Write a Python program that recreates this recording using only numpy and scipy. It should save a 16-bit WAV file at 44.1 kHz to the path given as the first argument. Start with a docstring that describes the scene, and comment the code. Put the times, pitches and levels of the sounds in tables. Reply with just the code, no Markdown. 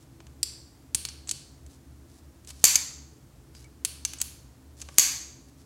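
"""A small, live room with ventilation humming; a folding knife is worked over a desk, close to the mic.
Twice the lock bar is pulled back, the blade swings shut and rattles in the handle, then it is flicked open
and snaps against its stop pin, bouncing. Each contact is a few ms of steel chatter, coloured by the
knife's resonances. Fingers rub the grip and the pivot squeaks faintly. The desk returns one early
reflection, the room a short tail, and the hardest snaps overload the microphone input."""
import sys
import numpy as np
from scipy import signal
from scipy.fft import rfft, irfft
from scipy.io import wavfile
from scipy.ndimage import uniform_filter1d

SR = 44100
rng = np.random.default_rng(int(sys.argv[2]) if len(sys.argv) > 2 else 0)


def store_wav(level_fs):
    """Save 16-bit WAV to argv[1]."""
    pcm = np.round(np.clip(np.atleast_2d(level_fs), -1, 1) * 32767)
    wavfile.write(sys.argv[1], SR, pcm.T.astype(np.int16))


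N = 249165

# spectrum of the ventilation's air noise: frequency_hz, relative_db
AIR_COLOUR = [(15, -66.5), (25, -38.5), (43, -17), (55, -5), (76, -3), (97, -15), (137, -5), (170, -17),
              (326, -17), (373, -29.5), (416, -17.5), (451, -24), (2840, -39), (7510, -38), (16000, -45)]
# ventilation drones: pitch_hz, width_hz, level_db
VENT_DRONES = [(71.73, 3.3, -55), (121.4, 7, -63), (268, 36, -63.5), (335.2, 18, -66.5)]
# colour of the reverberation against the direct sound: frequency_hz, gain_db
REVERB_COLOUR = [(200, -6), (1000, 5), (2500, 1), (4700, 2.5), (6500, -2), (8500, -3.5), (12000, -0.5),
                 (15000, 0.5)]
# decay of the room: frequency_hz, t60_s
REVERB_DECAY = [(200, 0.47), (800, 0.8), (2100, 0.57), (4700, 0.64), (6600, 0.59), (9000, 0.47),
                (15000, .4)]
# skin on the grip and lock bar: start_s, length_s, level_db
FINGER_RUBS = [(0, 0.048, -63.5), (1.279, 0.027, -44), (1.684, 0.094, -62.5), (2.064, 0.16, -64),
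               (2.474, 0.043, -45.5), (3.526, 0.13, -59), (4.764, .035, -59.5), (4.792, 0.0287, -50.5),
               (5.482, 0.021, -61), (5.573, 0.062, -64)]
# spectrum of rubbing: frequency_hz, relative_db
FRICTION_COLOUR = [(200, -19), (1000, -8.5), (2500, -8.5), (5000, 0.5), (7500, -0.5), (11000, -6),
                   (16000, -22)]
# the pivot starts to turn: start_s, length_s, pitch_hz, width_hz, level_db
PIVOT_SQUEAKS = [(2.61, 0.024, 5700, 354, -69), (3.542, 0.052, 4850, 600, -60.5),
                 (3.637, 0.038, 2250, 111, -62)]
# the handle jolts in the palm: start_s, level_db, pitch_hz, t60_s
HANDLE_JOLTS = [(.9490, -31, 136, 0.036), (1.322, -38, 300, 0.0096), (2.6403, -14.5, 733, 0.0067),
                (4.888, -51, 1000, 0.015), (4.985, -31, 1060, 0.013)]
# broad colour of a steel contact: frequency_hz, gain_db
STEEL_COLOUR = [(150, -22.5), (500, -23.5), (1200, -18.5), (2200, -14), (3400, -10.5), (5000, -9),
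                (7500, -2), (10000, -8), (13000, -17.5), (15500, -24.5)]
# resonances of the folded knife: pitch_hz, width_hz, mic_lift_db, room_lift_db
FOLDED_RESONANCES = [(2750, 970, 3.5, 4.5), (4395, 590.0, 4.5, 5), (6280, 750, 4, 0.5),
                     (7680.0, 510, 2.5, -4.5), (9530, 920.0, 0.5, 2), (11000, 870.0, 4.5, 5),
                     (14670, 540.0, 5, 5.5)]
# resonances of the open knife: pitch_hz, width_hz, mic_lift_db, room_lift_db
OPEN_RESONANCES = [(2266, 890, 4.5, 6), (4613, 590, 8.5, 7.5), (6210, 1100, 6, 7), (7470, 630, 3.5, 6),
                   (9270, 500, 6, 1.5), (12080, 1200, 11.5, 7), (14650, 750, 14, -2)]
# light touches of nail and thumb stud: start_s, strength_db, tilt_db_per_octave
NAIL_TICKS = [(0.2032, -24, -10.5), (0.268, -21.5, -6), (1.664, -20, 1), (2.448, -20, 0),
              (2.4735, -11, 0.5), (2.5049, -9.5, -2.5), (3.5496, -20, -5.5), (3.643, -21, -2),
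              (4.8225, -11.5, -5), (4.8876, -14.5, -9), (4.943, -21.5, 3.5), (4.979, -9, -2)]
# the lock bar slips over the tang: start_s, strength_db
LOCK_PINGS = [(1.2733, -14.5), (1.289, -14), (4.1857, -16), (4.202, -9.5), (4.212, -10)]
# the loose blade hits lock and handle: start_s, strength_db, knock_db, edge_db, ring_hz, ring_db
BLADE_RATTLES = [(0.9474, 14, -3.5, -2, 9000, 9), (1.0514, 3, 4, -1.5, 4400, 8),
                 (1.087, -6.5, 6.5, -11, 5600, 12), (1.2924, 8, -8.5, -16, 4460, 3.5),
                 (1.3119, 10.5, -6.5, -8.5, 7660, 4), (3.8493, 12.5, -1.5, 1, 8950, 4.5),
                 (4.0502, 9, 0.5, -2, 6100, 10), (4.1345, -5.5, 10.5, 4, 6200, 5),
                 (4.215, 9.5, -2, 7, 7000, 7), (4.816, -4, 0.5, -4, 6460, 7)]
# the lock bar is pulled back, later seats: start_s, strength_db, knock_db, edge_db, ring_db, room_db
LOCK_CLICKS = [(0.4303, 17, -13, -11.5, -17.5, -10.5), (2.7561, 15.5, 2.5, -2.5, 11.5, -17)]
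# the blade hits its stop pin: start_s, strength_db, first_bounce_gap_s, knock_db, ring_hz, ring_db
BLADE_SNAPS = [(2.641, 25, .011, 0, 7000, 3), (4.9833, 23, .0121, 1, 6660, 4.5)]

BLADE_HZ, BLADE_WIDTH_HZ = 6700, 1700   # the band in which the blade itself rings
TOP_HZ = 15800


def from_db(db):
    """Decibels to gain."""
    return 10 ** (np.asarray(db) / 20)


def at_hz(points, hz):
    """Read a table on a log-frequency axis."""
    table_hz, value = np.transpose(points)
    return np.interp(np.log(np.maximum(hz, 1)), np.log(table_hz), value)


def bins(size):
    """Frequencies of a spectrum of that many samples."""
    return np.fft.rfftfreq(size, 1 / SR)


def bell(hz, centre, width):
    """Resonance curve of height 1."""
    return 1 / (1 + (2 * (hz - centre) / width) ** 2)


def cluster(hz, centre, width):
    """Several close modes merge into a flat-topped hump of height 1."""
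    return 1 / (1 + (2 * (hz - centre) / width) ** 4)


def coloured(x, gain):
    """Shape the spectrum of x and scale it to rms 1."""
    shaped = irfft(rfft(x) * gain, len(x))
    return shaped / np.sqrt(np.mean(shaped ** 2) + 1e-20)


def minimum_phase(colour_db):
    """Causal response with that colour: nothing rings before the blow."""
    cepstrum = irfft(np.log(from_db(colour_db)))
    half = len(cepstrum) // 2
    cepstrum[1:half] *= 2
    cepstrum[half + 1:] = 0
    return np.exp(rfft(cepstrum))


def add(track, start_s, sound):
    """Mix a sound in at a time."""
    at = max(round(start_s * SR), 0)
    track[at:at + len(sound)] += sound[:max(N - at, 0)]


def ventilation(air_db=-53.5, low_cut_hz=25):
    """Room tone: soft air noise with a few narrow, wavering drones."""
    hz = bins(N)
    low_cut = hz ** 2 / np.hypot(hz ** 2, low_cut_hz ** 2)
    out = from_db(air_db) * coloured(rng.standard_normal(N), low_cut * from_db(at_hz(AIR_COLOUR, hz)))
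    for pitch_hz, width_hz, db in VENT_DRONES:
        out += from_db(db) * coloured(rng.standard_normal(N), low_cut * bell(hz, pitch_hz, width_hz))
    return out


def room(x, gap_s=0.0074, build_s=0.011, size=40000, bands=18):
    """Diffuse reflections build up after a short gap and die away, the high treble first."""
    t, hz = np.arange(size) / SR, bins(size)
    spectrum = rfft(rng.standard_normal(size)) * from_db(at_hz(REVERB_COLOUR, hz))
    build = 1 - np.exp(-np.maximum(t - gap_s, 0) / build_s)
    centres, tail = np.geomspace(200, TOP_HZ, bands), 0
    for centre, share in zip(centres, np.eye(bands)):
        band = irfft(spectrum * np.interp(hz, centres, share))
        fade = build * from_db(-60 * t / at_hz(REVERB_DECAY, centre))
        tail += band * fade / np.linalg.norm(fade)
    return signal.fftconvolve(x, tail)[:N]


def desk(x, delay_s=0.0087, gain_db=-15.5):
    """The hard desk top sends one early reflection to the mic."""
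    out = np.zeros(N)
    add(out, delay_s, from_db(gain_db) * x)
    return out


def friction(slips_per_s=2500, spread_db=3.5, swing_s=0.16, swing_from_db=-71, swing_to_db=-52.5):
    """Tiny, uneven slips: skin rubs the knife, and the pivot slides ever faster before each snap."""
    envelope = np.zeros(N)
    for start_s, length_s, db in FINGER_RUBS:
        add(envelope, start_s, from_db(db) * signal.windows.tukey(int(length_s * SR), 0.5))
    swing = from_db(np.linspace(swing_from_db, swing_to_db, int(swing_s * SR)))
    for snap_s, *_ in BLADE_SNAPS:
        add(envelope, snap_s - swing_s, swing)
    slips = (rng.random(N) < slips_per_s / SR) * rng.choice([-1, 1], N)
    sizes = from_db(spread_db * np.minimum(rng.exponential(1, N), 4))
    return envelope * coloured(slips * sizes, from_db(at_hz(FRICTION_COLOUR, bins(N))))


def pivot_squeaks():
    """Sliding steel briefly sings in one narrow resonance."""
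    out = np.zeros(N)
    for start_s, length_s, pitch_hz, width_hz, db in PIVOT_SQUEAKS:
        size = int(length_s * SR)
        squeak = coloured(rng.standard_normal(size), bell(bins(size), pitch_hz, width_hz))
        add(out, start_s, from_db(db) * signal.windows.tukey(size, 0.5) * squeak)
    return out


def handle_jolts(size=4096):
    """The handle recoils into the palm: a quickly damped swing."""
    out, t = np.zeros(N), np.arange(size) / SR
    for start_s, db, pitch_hz, t60_s in HANDLE_JOLTS:
        add(out, start_s, -from_db(db - 60 * t / t60_s) * np.sin(2 * np.pi * pitch_hz * t))
    return out


def contact(t60_s, modes, colour_db, size=4096, smooth_hz=600, room_ripple=0.28):
    """Steel chatters on steel, damped by the hand; returns the sound at the mic and into the room."""
    t, hz = np.arange(size) / SR, bins(size)
    chatter = rfft(rng.standard_normal(size) * from_db(-60 * t / t60_s))
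    # a hard contact excites all bands alike, leaving only a fine ripple
    smooth_power = uniform_filter1d(np.abs(chatter) ** 2, int(smooth_hz * size / SR))
    flatten_db = -10 * np.log10(smooth_power + 1e-12)
    ripple_db = 20 * np.log10(np.abs(chatter) + 1e-6) + flatten_db
    broad_db = at_hz(STEEL_COLOUR, hz) + colour_db(hz)
    mic_db = broad_db + sum(db * cluster(hz, pitch, width) for pitch, width, db, _ in modes)
    room_db = broad_db + sum(db * cluster(hz, pitch, width) for pitch, width, _, db in modes)
    to_mic = irfft(chatter * minimum_phase(mic_db + flatten_db))
    # the room gathers sound from all sides of the knife, which smooths the ripple
    to_room = irfft(minimum_phase(room_db + room_ripple * ripple_db))
    return to_mic, to_room


def touch(t60_s, tilt_db, ping_db=0, ping_hz=8000, ping_width_hz=870, blade_share=0.68):
    """A light contact on the folded knife, tilted in dB per octave; a ping also lifts the blade's band."""
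    def colour_db(hz):
        octaves = np.log2(np.maximum(hz, 900) / BLADE_HZ)   # no tilt below 900 Hz
        soft_top_db = -10 * np.log10(1 + (hz / 11000) ** 6)
        ping = cluster(hz, ping_hz, ping_width_hz) + blade_share * cluster(hz, BLADE_HZ, ping_width_hz)
        return tilt_db * octaves + soft_top_db + ping_db * ping
    return contact(t60_s, FOLDED_RESONANCES, colour_db)[0]


def nail_ticks():
    """Nail and thumb stud tick lightly, duller when a finger takes part."""
    out = np.zeros(N)
    for start_s, db, tilt_db in NAIL_TICKS:
        add(out, start_s, from_db(db) * touch(t60_s=0.018, tilt_db=tilt_db))
    return out


def lock_pings():
    """The lock bar pings as it slips over the tang, just before the blade is home."""
    out = np.zeros(N)
    for start_s, db in LOCK_PINGS:
        add(out, start_s, from_db(db) * touch(t60_s=0.033, tilt_db=-4, ping_db=14))
    return out


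def knock_and_edge(hz, knock_db, edge_db, knock_below_hz=3300, edge_above_hz=10030):
    """Two shelves in dB: the handle's knock fills out the lows, a harder contact sharpens the top."""
    lows = 1 / (1 + (hz / knock_below_hz) ** 4)
    highs = 1 - 1 / (1 + (hz / edge_above_hz) ** 12)
    return knock_db * lows + edge_db * highs


def blow(start_s, db, room_db, t60_s, modes, colour_db):
    """One contact at its time and strength, on two tracks: to the mic and into the room."""
    tracks = np.zeros((2, N))
    to_mic, to_room = contact(t60_s, modes, colour_db)
    add(tracks[0], start_s, from_db(db) * to_mic)
    add(tracks[1], start_s, from_db(db + room_db) * to_room)
    return tracks


def blade_rattles(t60_s=0.02, room_db=-10, ring_width_hz=1400, grip_loss_db=2.5):
    """The loose blade strikes lock and handle, damped by the hand; its angle picks the resonance."""
    out = np.zeros((2, N))
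    for start_s, db, knock_db, edge_db, ring_hz, ring_db in BLADE_RATTLES:
        def colour_db(hz):
            ring = ring_db * bell(hz, ring_hz, ring_width_hz)
            grip = grip_loss_db * bell(hz, BLADE_HZ, BLADE_WIDTH_HZ)
            return knock_and_edge(hz, knock_db, edge_db) + ring - grip
        out += blow(start_s, db, room_db, t60_s, FOLDED_RESONANCES, colour_db)
    return out


def lock_clicks(t60_s=0.019, spring_db=6):
    """The lock bar clicks and its spring rings; the blade hardly rings on release, but hard on seating."""
    out = np.zeros((2, N))
    for start_s, db, knock_db, edge_db, ring_db, room_db in LOCK_CLICKS:
        def colour_db(hz):
            ring = ring_db * bell(hz, centre=6564, width=930)
            spring = spring_db * bell(hz, centre=5050, width=680)
            return knock_and_edge(hz, knock_db, edge_db) + ring + spring
        out += blow(start_s, db, room_db, t60_s, OPEN_RESONANCES, colour_db)
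    return out


def blade_snaps(t60_s=0.015, room_db=-5, edge_db=1.5, ring_width_hz=820,
                gap_ratio=0.44, bounce_loss_db=9, bounce_ring_db=7):
    """The blade hits the stop pin and bounces twice, each time sooner, weaker and with more ring left."""
    out = np.zeros((2, N))
    for start_s, db, gap_s, knock_db, ring_hz, ring_db in BLADE_SNAPS:
        for bounce in range(3):
            def colour_db(hz):
                ring = (ring_db + bounce * bounce_ring_db) * bell(hz, ring_hz, ring_width_hz)
                return knock_and_edge(hz, knock_db, edge_db) + ring
            out += blow(start_s, db - bounce * bounce_loss_db, room_db, t60_s, OPEN_RESONANCES, colour_db)
            start_s += gap_s * gap_ratio ** bounce
    return out


def scene(handling_room_db=-11):
    """One microphone: the knife close up, with desk, room and ventilation behind it."""
    to_mic, to_room = blade_snaps() + lock_clicks() + blade_rattles()
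    handling = nail_ticks() + lock_pings() + friction()
    direct = to_mic + handling + handle_jolts() + pivot_squeaks()
    reverb = room(to_room + from_db(handling_room_db) * handling)
    return (direct + desk(direct) + reverb + ventilation())[None]


def record(dry, ceiling=0.75, rumble_hz=35):
    """The hardest snaps overload the mic input; rumble and the top are cut."""
    clipped = dry / (1 + (dry / ceiling) ** 4) ** (1 / 4)
    low_cut = signal.butter(2, rumble_hz, "high", fs=SR, output="sos")
    high_cut = signal.ellip(10, 0.1, 80, TOP_HZ, fs=SR, output="sos")
    return signal.sosfilt(high_cut, signal.sosfilt(low_cut, clipped))


dry = scene()
out = record(dry)
store_wav(out)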